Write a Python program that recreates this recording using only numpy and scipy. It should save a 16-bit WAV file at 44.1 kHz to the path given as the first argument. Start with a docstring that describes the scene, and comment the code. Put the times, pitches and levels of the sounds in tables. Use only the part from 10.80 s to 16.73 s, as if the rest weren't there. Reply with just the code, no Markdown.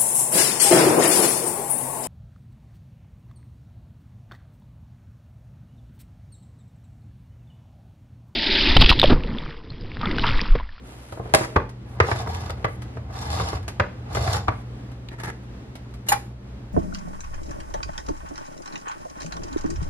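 """Over a fridge hum and quiet room noise, hands rustle and a can opener knocks a tin on a wooden table.
It punctures the lid, then tears round the rim in three rasping turns, with snaps, clicks and more knocks.
A knife taps the rim, grates under the lid, skids off and rings; the lid flexes with a pop and grazes the blade.
Blows are decaying modes and filtered noise bursts; friction is random slips ringing metal; the treble is wide."""
import sys
import numpy as np
from scipy import signal
from scipy.fft import rfft, irfft, next_fast_len
from scipy.io import wavfile
from scipy.ndimage import uniform_filter1d, map_coordinates

SR = 44100
rng = np.random.default_rng(int(sys.argv[2]) if len(sys.argv) > 2 else 0)


def generate_wav(signal):
    """Clip the signal to [-1, 1] and save it as 16-bit WAV at the path in sys.argv[1]."""
    frames = np.transpose(np.atleast_2d(signal))
    scaled = np.clip(frames, -1, 1) * 32767
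    pcm = np.round(scaled).astype(np.int16)
    wavfile.write(sys.argv[1], SR, pcm)


N = 261513
TIME = np.arange(N) / SR  # seconds

# Force strokes of the crank. The first turn stalls partway and takes two twists; the second starts firmly
# and swells again without stopping, in two overlapping rows; the third is one row. Each row: start in seconds,
# build-up in seconds, easing in seconds, rasp gain in dB, hiss gain above it in dB, table rumble gain in dB.
CRANK_STROKES = [(1.255, 0.034, 0.13, -31.5, -6, -38), (1.469, 0.044, 0.2, -36, -7, -30.5),
                 (2.36, 0.061, 0.068, -35, -4, -36), (2.501, 0.023, 0.23, -31, -4, -27.5),
                 (3.354, 0.19, 0.039, -31, -3, -28.5)]
# A drive-wheel tooth catches on the rim and the blade lurches on. Each row: start in seconds,
# extra force in dB before the swell, which lets about 0.6 of it through.
TOOTH_CATCHES = [(1.315, -1), (1.470, 2), (1.494, 4), (1.600, 3.5), (1.655, 4), (2.330, 6), (2.405, 1.5),
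                 (2.450, 5.5), (2.503, 1.5), (2.682, 2), (3.322, 5.5), (3.352, 4), (3.378, 0), (3.449, 2.5),
                 (3.476, 0), (3.526, 7.5), (3.561, 8)]
# Resonance of the tearing lid. Each row: frequency in Hz, level in dB.
RASP_SPECTRUM = [(120, -35), (200, -10), (290, -1.5), (345, -16), (431, -0.5), (510, -7), (620, -2),
                 (786, 10), (930, -1), (1140, -4), (1700, -8.5), (2020, -13.5), (2450, -14), (3570, -20.5),
                 (5000, -42), (11000, -100)]
# Bright resonance of the tearing edge. Each row: frequency in Hz, level in dB.
HISS_SPECTRUM = [(2000, -13), (3000, -2.5), (3590, -2), (4000, 2), (4510, -3.5), (5500, 2.5), (6600, -7.5),
                 (7500, -5), (8700, -14.5), (11200, -4.5), (13000, -29.5), (16000, -71)]
# Ring of the cutting wheel and its axle. Each row: frequency in Hz, level in dB, t60 in seconds.
WHEEL_MODES = [(3576, -2.5, 0.028), (4430, -2.5, 0.022), (4850, -10, 0.057), (5260, -13, 0.05),
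               (7070, -4.5, 0.0147)]
# Ring of the tin. Each row: frequency in Hz, level in dB, t60 in seconds.
TIN_MODES = [(438.3, -0.5, 0.15), (494.7, 0, 0.083), (614, -6, 0.061), (700, -0.5, 0.046),
             (787, 7.5, 0.069), (930, -5, 0.034), (1071, 0, 0.12), (1157, 0.5, 0.1), (1238.6, -4, 0.11),
             (1418, -6.5, 0.061), (1507, -6.5, 0.07), (1676, -6, 0.12), (2036, -2.5, 0.062),
             (2362, -27, 0.051)]
# The lid's steel gives way ahead of the wheel. Each row: start in seconds, approximate crack peak in dB.
STEEL_SNAPS = [(1.314, -30), (1.548, -27.5), (1.696, -30.5), (1.705, -24.5), (2.503, -23), (2.531, -28.5),
               (2.598, -26), (2.612, -25.5), (2.756, -31), (3.3493, -21), (3.37, -34), (3.475, -25),
               (3.534, -32), (3.547, -34), (3.559, -24)]
# Pop of the dented lid. Each row: frequency in Hz, level in dB, t60 in seconds.
PUNCTURE_MODES = [(126, -5, 0.16), (435, -8, 0.19), (542, -8, 0.15), (627, -0.5, 0.12), (792, 3, 0.086),
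                  (952, 1.5, 0.02), (1035, -0.5, 0.046), (1490, 0.5, 0.017), (1670, -3.5, 0.055)]
# Noise ring of steel cracking through. Each row: frequency in Hz, level in dB.
CRACK_SPECTRUM = [(300, -5.5), (800, 5), (1800, 6), (3000, -1.5), (4200, -0.5), (6500, -7), (10000, -4),
                  (13000, -16.5), (16000, -17)]
# Opener and tin knock on the table. Each row: start in seconds, overall gain in dB,
# table thump against it in dB before a 6.5 dB trim, steel tick against it in dB.
TABLE_KNOCKS = [(.324, -22.5, -8.5, -36), (.372, -27, -6, -36), (.396, -19.5, -22.5, -43),
                (.455, -25.5, -9, -42.5), (.610, -15.5, -8.5, -28.5), (.759, -14.5, -10, -22.5),
                (.762, -2, -7, -23), (1.2014, -2.5, 0, -27), (1.2861, -16, -6.5, -31), (1.314, -11, 1, -24),
                (1.463, -26, -8, -34), (1.472, -20, -4, -34), (1.698, -21.5, 4, -20),
                (1.8445, -8.5, -1.5, -28), (1.8505, -17.5, 0, -6.5), (2.17, -26.5, 7.5, -22),
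                (2.599, -16.5, -2.5, -25), (2.730, -17.5, -10, -24.5), (2.998, -5.5, -2, -24),
                (3.3511, -19, 2, -22), (3.3701, -14, -3.5, -24), (3.4754, -16.5, 4.5, -31),
                (3.545, -19, 2, -25), (3.675, -25.5, -2, -52.5), (3.682, -5.5, -4.5, -24)]
# Noise ring of a knock. Each row: frequency in Hz, level in dB.
KNOCK_SPECTRUM = [(100, 0.5), (200, -9.5), (330, -4), (450, -0.5), (700, -2.5), (1150, -2), (2150, -12.5),
                  (2850, -22.5), (4500, -32), (7000, -42.5), (12000, -79.5), (16000, -71.5)]
# Ring of the wooden table top. Each row: frequency in Hz, level in dB, t60 in seconds.
TABLE_MODES = [(65.8, -21.5, 0.18), (91.8, -1.5, 0.17), (120.7, -1.5, 0.17)]
# Small sharp clicks of steel on steel. Each row: start in seconds, approximate peak in dB.
STEEL_CLICKS = [(.323, -36.5), (.892, -41), (2.02, -34.5), (2.828, -42), (2.88, -24.5), (4.116, -44),
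                (4.400, -33.5), (4.435, -30), (4.954, -34.5), (5.139, -41)]
# Noise ring of a click. Each row: frequency in Hz, level in dB.
CLICK_SPECTRUM = [(300, 2.5), (800, 7), (2000, 0.5), (4000, -4), (7000, -10), (12000, -10.5),
                  (13500, -34.5), (16000, -40.5)]
# The wheel scrapes as it sinks into the lid. Each row: start in seconds, length in seconds,
# level in dB before the edges are faded, brightness in dB per octave.
WHEEL_SCRAPES = [(0.554, 0.062, -38.5, 0.5), (.604, .06, -33, -2.5)]
# Colour of those scrapes. Each row: frequency in Hz, level in dB.
SCRAPE_SPECTRUM = [(200, -7), (450, -5.5), (900, 1.5), (2000, -2), (3000, -13.5), (6000, -12.5),
                   (11000, -15.5), (13500, -33)]
# Knife tip on the rim. Each row: frequency in Hz, level in dB.
TAP_SPECTRUM = [(600, -9), (1800, 4), (2900, 5.5), (3900, 6.5), (5000, -7), (9000, -22), (12000, -16),
                (15000, -43)]
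# The knife grates under the cut edge of the lid. Each row: start in seconds, length in seconds,
# level in dB before the edges are faded, brightness in dB per octave.
KNIFE_SCRAPES = [(4.306, 0.049, -42, -2.5), (4.380, 0.044, -41, -1.5), (4.428, 0.041, -36, 0.5),
                 (4.464, .05, -33.5, -1.5), (5.26, 0.039, -47, 2)]
# Colour of the pried lid. Each row: frequency in Hz, level in dB.
PRIED_SPECTRUM = [(200, 6.5), (460, 2.5), (620, -6), (880, 7.5), (1080, -5.5), (1350, 3), (1520, -7),
                  (1700, 6.5), (2020, 0.5), (2700, -13.5), (3900, -14), (5000, -17.5), (11000, -20),
                  (13500, -35)]
# Ring of the knife. Each row: frequency in Hz, level in dB, t60 in seconds.
KNIFE_MODES = [(2865, 7.5, 0.051), (3000, -6, 0.07), (3656, -10, .08), (4095, 1.5, 0.092),
               (4910, -11, 0.081), (5650, 5, 0.036), (6840, 0, 0.18), (8160, -0.5, 0.08), (8900, -7.5, .15),
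               (9851, -9, 0.18), (10700, -5, 0.13), (11700, 2.5, 0.11)]
# Pop of the flexing lid. Each row: frequency in Hz, level in dB, t60 in seconds.
LID_MODES = [(815.7, 4.5, 0.058), (882, -3, 0.052), (1095, -4.5, 0.045), (1530, -13, 0.082),
             (1730, -0.5, 0.031), (1954, -6, 0.033), (2370, -12, 0.06)]
# Lid edge against the blade. Each row: frequency in Hz, level in dB.
GRAZE_SPECTRUM = [(800, -2), (2500, -4), (5000, -0.5), (7500, -7), (9200, 2.5), (11500, 1), (12800, -31),
                  (15000, -45.5)]
# Hands, sleeve and apron brush past. Each row: start in seconds, length in seconds,
# level in dB before the edges are faded, brightness in dB per octave.
CLOTH_RUSTLES = [(0, 0.44, -51.5, 0), (.37, 0.44, -44.5, -3), (1.07, 0.11, -61.5, 1.5),
                 (1.76, 0.106, -45, -4), (1.87, 0.106, -63, 4.5), (3.69, 0.15, -54, -1.5)]
# Colour of the cloth. Each row: frequency in Hz, level in dB.
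CLOTH_SPECTRUM = [(150, -5.5), (450, 10.5), (1000, 4.5), (2500, -2.5), (6000, -12.5), (11500, -11.5),
                  (13500, -36.5)]
# Reflections from cupboards and far walls. Each row: delay in seconds, level in dB.
ROOM_ECHOES = [(.019, -15.5), (.039, -20), (.0565, -34.5)]
# Colour of a reflection. Each row: frequency in Hz, level in dB.
ECHO_SPECTRUM = [(100, -21), (450, 1), (1200, -1.5), (2500, -5), (6000, -17), (14000, -22)]
# Background fades. Each row: time in seconds, room noise level in dB, hum gain in dB.
BACKGROUND_LEVELS = [(0, -40, -24), (.3, -47.5, -6), (0.422, -41.5, 0.5), (3.7, -39, 2), (5.93, -40.5, 1)]
# Colour of the room noise. Each row: frequency in Hz, level in dB.
KITCHEN_SPECTRUM = [(20, -43.5), (33, -8), (48, -4.5), (65, 1), (85, -18.5), (120, -2), (155, -17.5),
                    (210, -10), (330, -16), (650, -26), (1500, -34), (4000, -45), (11000, -61.5),
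                    (14700, -64.5)]
# Fridge hum lines. Each row: frequency in Hz, level in dB before the hum gain.
FRIDGE_HUM = [(59.8, -49), (120.2, -41), (195, -53)]
# Stereo width. Each row: frequency in Hz, gain of the side channel in dB.
SIDE_GAIN = [(60, -72), (120, -27.5), (250, -10), (500, -6), (1000, 0), (2000, 1.5), (4000, 4), (9000, 8),
             (14000, 13)]

GRIP_DB, LET_GO_DB = -3.5, -4.5  # force at the start and end of a stroke, against its peak
GRIP_DB_PER_S, LET_GO_DB_PER_S = 175, 279.5  # how fast the wheel takes hold and stops
HISS_GROWTH, RUMBLE_GROWTH = 1.83, 0.77  # dB of hiss and of rumble per dB of force
CLAMPED_S = (1.04, 3.6)  # the opener grips the rim
IDLE_RASP_DB, IDLE_RUMBLE_DB = -55.5, -41.5  # gains while the hands work it between strokes
TOOTH_DB, CRUNCH_DB = 1.2, 2.2  # unevenness of the bite; coarse crunches against the fine tearing
RASP_GLIDE, HISS_GLIDE = .11, .05  # depth of the pitch wander, as a share
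WHEEL_DB, TIN_RASP_DB = -10, -6.5  # steady ring of wheel and tin under the sliding friction
CATCH_RISE_S, CATCH_EASE_S = 0.0059, 0.014  # a catch comes on fast and dies back into the rasp
SNAP_T60_S, SNAP_RING_DB = 0.02, -11
KNOCK_TILT_DB = 1.5  # brightness of a knock with gain and thump both at 0 dB, dB per octave
TILT_PER_PEAK_DB, TILT_PER_THUMP_DB = 0.1562, 0.3731  # added dB per octave, per dB of gain and of thump
REBOUND_S, REBOUND_DB = 0.0034934, -4  # the loose opener strikes again just after each knock
CHATTER_PER_S, CHATTER_T60_S, CHATTER_DB = 220, .24, -20  # loose handles chatter on after a knock
CLICK_TILT_DB = -1  # brightness of a click, dB per octave
HANDLING_S = (.3, 5.2)  # span of the chance ticks
FAINT_TICK_DB, FAINT_SPREAD_DB = -46, 12  # loudest chance tick, and the range below it
TIN_DETUNE, TIN_SPREAD_DB = .012, 4.5  # grip and point of contact change from blow to blow
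TOP_HZ = 15000


def cutting():
    """The wheel tears along the lid in dense slips and coarser crunches; the uneven pull shakes the table."""
    clamped = 1. * ((TIME > CLAMPED_S[0]) & (TIME < CLAMPED_S[1]))
    clamped = uniform_filter1d(clamped, size=2048)
    rasp_gain = clamped * amp(IDLE_RASP_DB)
    hiss_gain = np.zeros(N)
    rumble_gain = clamped * amp(IDLE_RUMBLE_DB)
    lurch_db = lurches()
    for start, build_s, ease_s, db, hiss_db, rumble_db in CRANK_STROKES:
        force_db = effort(start, build_s, ease_s) + lurch_db
        rasp_gain = np.hypot(rasp_gain, amp(db + force_db))
        hiss_gain = np.hypot(hiss_gain, amp(db + hiss_db + HISS_GROWTH * force_db))
        rumble_gain = np.hypot(rumble_gain, amp(rumble_db + RUMBLE_GROWTH * force_db))

    tearing = unit(slips(rate=3000, spread_db=1.5) * amp(3.5 * walk(rate=140)))
    crunches = amp(CRUNCH_DB) * unit(slips(rate=165, spread_db=.5))
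    coarse = tearing + crunches
    fine = tearing + amp(-4.5) * crunches
    # the wheel bites harder and softer from tooth to tooth
    biting = amp(TOOTH_DB * walk(rate=70))

    sliding_rasp = amp(-3.5) * travel(coarse, RASP_SPECTRUM, t60=0.024, glide=RASP_GLIDE)
    tin_ring = amp(TIN_RASP_DB) * driven(coarse, TIN_MODES)
    rasp = rasp_gain * biting * (sliding_rasp + tin_ring)

    sliding_hiss = amp(-7.5) * travel(fine, HISS_SPECTRUM, t60=0.018, glide=HISS_GLIDE)
    wheel_ring = amp(WHEEL_DB) * driven(fine, WHEEL_MODES)
    hiss = hiss_gain * np.sqrt(biting) * (sliding_hiss + wheel_ring)

    shake = colour(tearing, [(30, -50.5), (60, -1.0), (80, -2.0), (100, 1.0),
                             (125, -5.5), (160, -13.5), (300, -27.5), (900, -80.0)])
    return rasp + hiss + amp(0.5) * rumble_gain * unit(shake)


def effort(start, build_s, ease_s):
    """Force of one stroke in dB: the wheel grips, the wrist builds to a peak, eases off and lets go."""
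    peak = start + build_s
    end = peak + ease_s
    held = np.interp(TIME, [start, peak, end], [GRIP_DB, 0, LET_GO_DB])
    before = GRIP_DB_PER_S * np.maximum(start - TIME, 0)
    after = LET_GO_DB_PER_S * np.maximum(TIME - end, 0)
    return held - before - after


def lurches():
    """Extra force in dB each time a tooth catches and breaks free."""
    out = np.zeros((1, N))
    easing = np.exp(-(TIME[None, :8192] / CATCH_EASE_S) ** 2)
    for s, db in TOOTH_CATCHES:
        add(out, s, db * swell(easing, CATCH_RISE_S))
    return out[0]


def travel(x, spectrum, t60, glide, count=5):
    """Slips ring a crowd of short steel modes, whose pitch and mix wander as the wheel moves along the rim."""
    shares = amp(7 * np.array([walk(rate=26) for _ in range(count)]))
    shares /= np.sqrt(np.sum(shares ** 2, axis=0))
    out = 0
    for share in shares:
        rung = signal.fftconvolve(x, burst(spectrum, t60, size=4096), axes=1)[:, :N]
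        # reading at a wandering speed slides the pitch
        place = np.cumsum(np.exp(glide * walk(rate=18)))
        slid = np.array([map_coordinates(channel, [place], mode="mirror") for channel in rung])
        out = out + share * slid
    return unit(out)


def driven(x, modes):
    """Slips keep the fixed modes of an object ringing."""
    return unit(signal.fftconvolve(x, ring(modes, detune=0), axes=1)[:, :N])


def snaps():
    """Each sudden tear is a short crack that sets the cutting wheel ringing."""
    out = np.zeros((2, N))
    for s, db in STEEL_SNAPS:
        add(out, s, amp(db) * burst(CLICK_SPECTRUM, t60=SNAP_T60_S, tilt_db=-1.5))
        wheel = ring(struck(WHEEL_MODES, spread_db=4.5), detune=.005)
        add(out, s, amp(db + SNAP_RING_DB) * wheel)
    return out


def puncture():
    """The wheel dents the lid with a pop; at once the steel cracks through and the opener rattles on the tin."""
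    out = np.zeros((2, N))
    add(out, .5385, amp(-3.0) * ring(PUNCTURE_MODES, detune=0.0017))
    add(out, .5385, amp(-5.0) * burst(CRACK_SPECTRUM, t60=0.023, tilt_db=-3.0))
    add(out, .5468, amp(-4.0) * swell(burst(CRACK_SPECTRUM, t60=0.039, tilt_db=-1.0), rise_s=0.0005))
    add(out, .5495, amp(-9.5) * burst(KNOCK_SPECTRUM, t60=0.06, tilt_db=-3.5))
    return out


def knocks():
    """Blows tick, ring the tin, rattle and thump, then rebound and chatter; soft ones are duller."""
    out = np.zeros((2, N))
    for s, db, thump_db, tick_db in TABLE_KNOCKS:
        tilt_db = KNOCK_TILT_DB + TILT_PER_PEAK_DB * db + TILT_PER_THUMP_DB * thump_db
        tick = amp(tick_db) * burst(CLICK_SPECTRUM, t60=0.02, tilt_db=-1.5)
        rattle = amp(0.5) * swell(burst(KNOCK_SPECTRUM, t60=0.041, tilt_db=tilt_db), rise_s=0.00034)
        tin = ring(struck(TIN_MODES, TIN_SPREAD_DB), detune=TIN_DETUNE)
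        # a practically flat curve, so that only the tilt acts
        tin = amp(-12.0) * colour(tin, [(100, 0), (16000, 0.005)], tilt_db)
        table = amp(thump_db - 6.5) * swell(ring(TABLE_MODES), rise_s=0.0041)
        bounces = slips(rate=CHATTER_PER_S, spread_db=-1, size=16384) * fade(CHATTER_T60_S)
        bounce = burst(KNOCK_SPECTRUM, t60=0.023, tilt_db=tilt_db, size=2048)
        chatter = signal.fftconvolve(bounces, bounce, axes=1)
        rebound = burst(KNOCK_SPECTRUM, t60=0.036, tilt_db=tilt_db)
        add(out, s, amp(db) * (tick + rattle + tin + table))
        add(out, s, amp(db + CHATTER_DB) * chatter)
        add(out, s + REBOUND_S, amp(db + REBOUND_DB) * rebound)
    return out


def struck(modes, spread_db):
    """Each blow lands on another spot, so its modes answer in another mix."""
    return [(hz, db + spread_db * rng.standard_normal(), t60) for hz, db, t60 in modes]


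def clicks():
    """Teeth, hinge and blade tick against the rim; fainter ticks come by chance while the tin is handled."""
    out = np.zeros((2, N))
    first_s, last_s = HANDLING_S
    faint = [(first_s + when * (last_s - first_s), FAINT_TICK_DB - FAINT_SPREAD_DB * soft)
             for when, soft in rng.random(size=(8, 2))]
    for s, db in STEEL_CLICKS + faint:
        add(out, s, amp(db) * burst(CLICK_SPECTRUM, t60=0.087, tilt_db=CLICK_TILT_DB))
    return out


def lid_lift():
    """The knife taps the rim, later skids off the edge and rings; the lid then flexes over and grazes the blade."""
    out = np.zeros((2, N))
    add(out, 4.286, amp(-29.5) * swell(burst(TAP_SPECTRUM, t60=0.023), rise_s=0.00094))
    add(out, 5.2835, amp(-22.5) * swell(burst(CLICK_SPECTRUM, t60=0.2, tilt_db=0.5), rise_s=0.0033))
    add(out, 5.284, amp(-14.5) * swell(ring(KNIFE_MODES, detune=0), rise_s=0.0042))
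    add(out, 5.317, amp(-1.0) * swell(ring(LID_MODES, detune=0), rise_s=0.0047))
    add(out, 5.319, amp(-12.5) * swell(burst(GRAZE_SPECTRUM, t60=0.051), rise_s=0.0043))
    add(out, 5.320, amp(-8.5) * swell(burst(KNOCK_SPECTRUM, t60=0.071, tilt_db=4.5), rise_s=0.01))
    return out


def rubs(strokes, spectrum, rate, spread_db):
    """Short strokes of friction, for steel or cloth: filtered random slips with faded edges."""
    out = np.zeros((2, N))
    for s, length, db, tilt_db in strokes:
        size = int(length * SR)
        grit = unit(colour(slips(rate, spread_db, size), spectrum, tilt_db))
        add(out, s, amp(db) * grit * signal.windows.tukey(size, .4))
    return out


def room(x, wet_db, low_t60, high_t60):
    """Walls and cupboards answer with distinct reflections over a diffuse tail, its decay split at 2 kHz."""
    noise = rng.standard_normal((2, 32768))
    low = signal.sosfiltfilt(signal.butter(2, 2000, fs=SR, output="sos"), noise)
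    tail = low * fade(low_t60, size=32768) + (noise - low) * fade(high_t60, size=32768)
    tail = colour(swell(tail, rise_s=0.0018), [(60, 0.5), (160, 1.0), (450, 3), (1200, -5.5),
                                               (2200, -1.5), (5000, -1.5), (12000, -6.0)])
    tail *= amp(wet_db) / np.sqrt(np.sum(fade(low_t60) ** 2))
    for delay_s, db in ROOM_ECHOES:
        scatter = rng.standard_normal((2, 2048)) * fade(t60=.006, size=2048)
        scatter /= np.sqrt(np.sum(scatter ** 2) / 2)
        add(tail, delay_s, amp(db) * colour(scatter, ECHO_SPECTRUM))
    return x + signal.fftconvolve(x, tail, axes=1)[:, :N]


def background():
    """Centred fridge hum, wavering in level and phase, over stereo room noise; both follow the fades."""
    s, air_db, hum_db = np.transpose(BACKGROUND_LEVELS)
    air = amp(np.interp(TIME, s, air_db))
    hum = amp(np.interp(TIME, s, hum_db))
    lines = 0
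    for hz, db in FRIDGE_HUM:
        level = amp(db + 1.1 * walk(rate=4.8)) * np.sqrt(2)
        lines = lines + level * np.sin(2 * np.pi * hz * TIME + 0.069 * walk(rate=5.7))
    hiss = unit(colour(rng.standard_normal((2, N)), KITCHEN_SPECTRUM))
    noise = air * amp(1.2 * walk(rate=8.8)) * hiss
    return noise + hum * lines * np.array([[1], [0]])


def slips(rate, spread_db, size=N):
    """Stick-slip: random tiny releases of uneven size, (mid, side)."""
    released = rng.random(size) < rate / SR
    sizes = released * amp(spread_db * np.minimum(rng.exponential(size=size), 4))
    return sizes * rng.standard_normal((2, size))


def burst(points, t60, tilt_db=0, size=16384):
    """Many overlapping short modes as decaying coloured noise, (mid, side), with a peak near 1."""
    x = colour(rng.standard_normal((2, size)) * fade(t60, size), points, tilt_db)
    return x / np.sqrt(np.sum(x ** 2, axis=1, keepdims=True)) * np.sqrt(SR * t60 / 50)


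def ring(modes, detune=0.0053, size=16384):
    """Free ring of an object; each mode reaches the side channel a quarter cycle off the mid."""
    out = 0
    for k, (hz, db, t60) in enumerate(modes):
        turn = 2 * np.pi * hz * (1 + detune * rng.standard_normal()) * TIME[:size]
        mid = (-1) ** k * np.sin(turn)
        side = np.cos(turn) * np.minimum(turn, 1)  # starts from silence
        out = out + amp(db) * fade(t60, size) * np.array([mid, side])
    return out / np.sqrt(np.sum(amp([m[1] for m in modes]) ** 2))


def fade(t60, size=16384):
    """Exponential decay by 60 dB in t60 seconds."""
    return np.exp(-np.log(1000) * TIME[:size] / t60)


def swell(x, rise_s):
    """Soften the onset so that a sound builds up while the contact lasts."""
    return x * (1 - np.exp(-(TIME[:x.shape[-1]] / rise_s) ** 2))


def walk(rate):
    """Smooth random wander with a spread near 1, heading for a new value rate times a second."""
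    knots = rng.standard_normal(4096)
    return 1.2 * np.interp(TIME * rate, np.arange(len(knots)), knots)


def colour(x, points, tilt_db=0):
    """Causal minimum-phase filter through (Hz, dB) points, tilted about 1 kHz by dB per octave."""
    size = next_fast_len(x.shape[-1] + 4096, real=True) * 2
    octave = np.log2(np.maximum(np.arange(size // 2 + 1) * SR / size, 10) / 1000)
    hz, db = np.transpose(points)
    # the tilt stops growing below 250 Hz
    gain_db = np.interp(octave, np.log2(hz / 1000), db) + tilt_db * np.maximum(octave, -2)
    # folding the cepstrum makes the response causal
    cepstrum = irfft(gain_db * np.log(10) / 20)
    cepstrum[1:size // 2] *= 2
    cepstrum[size // 2 + 1:] = 0
    return irfft(rfft(x, size) * np.exp(rfft(cepstrum)))[..., :x.shape[-1]]


def amp(db):
    """Decibels to a linear gain."""
    return 10 ** (np.asarray(db) / 20)


def unit(x):
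    """Scale a (mid, side) pair to rms 1."""
    return x / np.sqrt(np.mean(x ** 2))


def add(out, s, x):
    """Mix a sound in at time s in seconds."""
    start = int(s * SR)
    out[:, start:start + x.shape[-1]] += x[:, :N - start]


def scene():
    """All sources as mid and side; the side gain rises with frequency before the turn to left and right."""
    scrapes = rubs(WHEEL_SCRAPES, SCRAPE_SPECTRUM, rate=2200, spread_db=-0.46)
    prying = rubs(KNIFE_SCRAPES, PRIED_SPECTRUM, rate=3500, spread_db=0.5)
    rustles = rubs(CLOTH_RUSTLES, CLOTH_SPECTRUM, rate=5000, spread_db=-3.5)
    handling = cutting() + snaps() + puncture() + knocks() + clicks() + scrapes + prying + rustles
    near = room(handling, wet_db=-7.0, low_t60=0.3306, high_t60=0.36)
    near = near + room(lid_lift(), wet_db=-9.5, low_t60=0.268, high_t60=0.31)
    mid, side = near + background()
    hz, db = np.transpose(SIDE_GAIN)
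    log_hz = np.log(np.fft.rfftfreq(N, 1 / SR) + 1)
    side = irfft(rfft(side) * amp(np.interp(log_hz, np.log(hz), db)), N)
    return np.array([mid + side, mid - side])


def record(dry):
    """The stereo microphone clips at full scale, thins the deepest bass, dulls the treble and cuts the top."""
    sound = colour(np.clip(dry, -1, 1), [(15, -15.5), (30, -25.5), (48, 0.0),
                                         (12000, -0.5), (13200, -1.0), (15000, -10.5)])
    return signal.sosfilt(signal.ellip(8, .2, 80, TOP_HZ, fs=SR, output="sos"), sound)


dry = scene()
out = record(dry)
generate_wav(out)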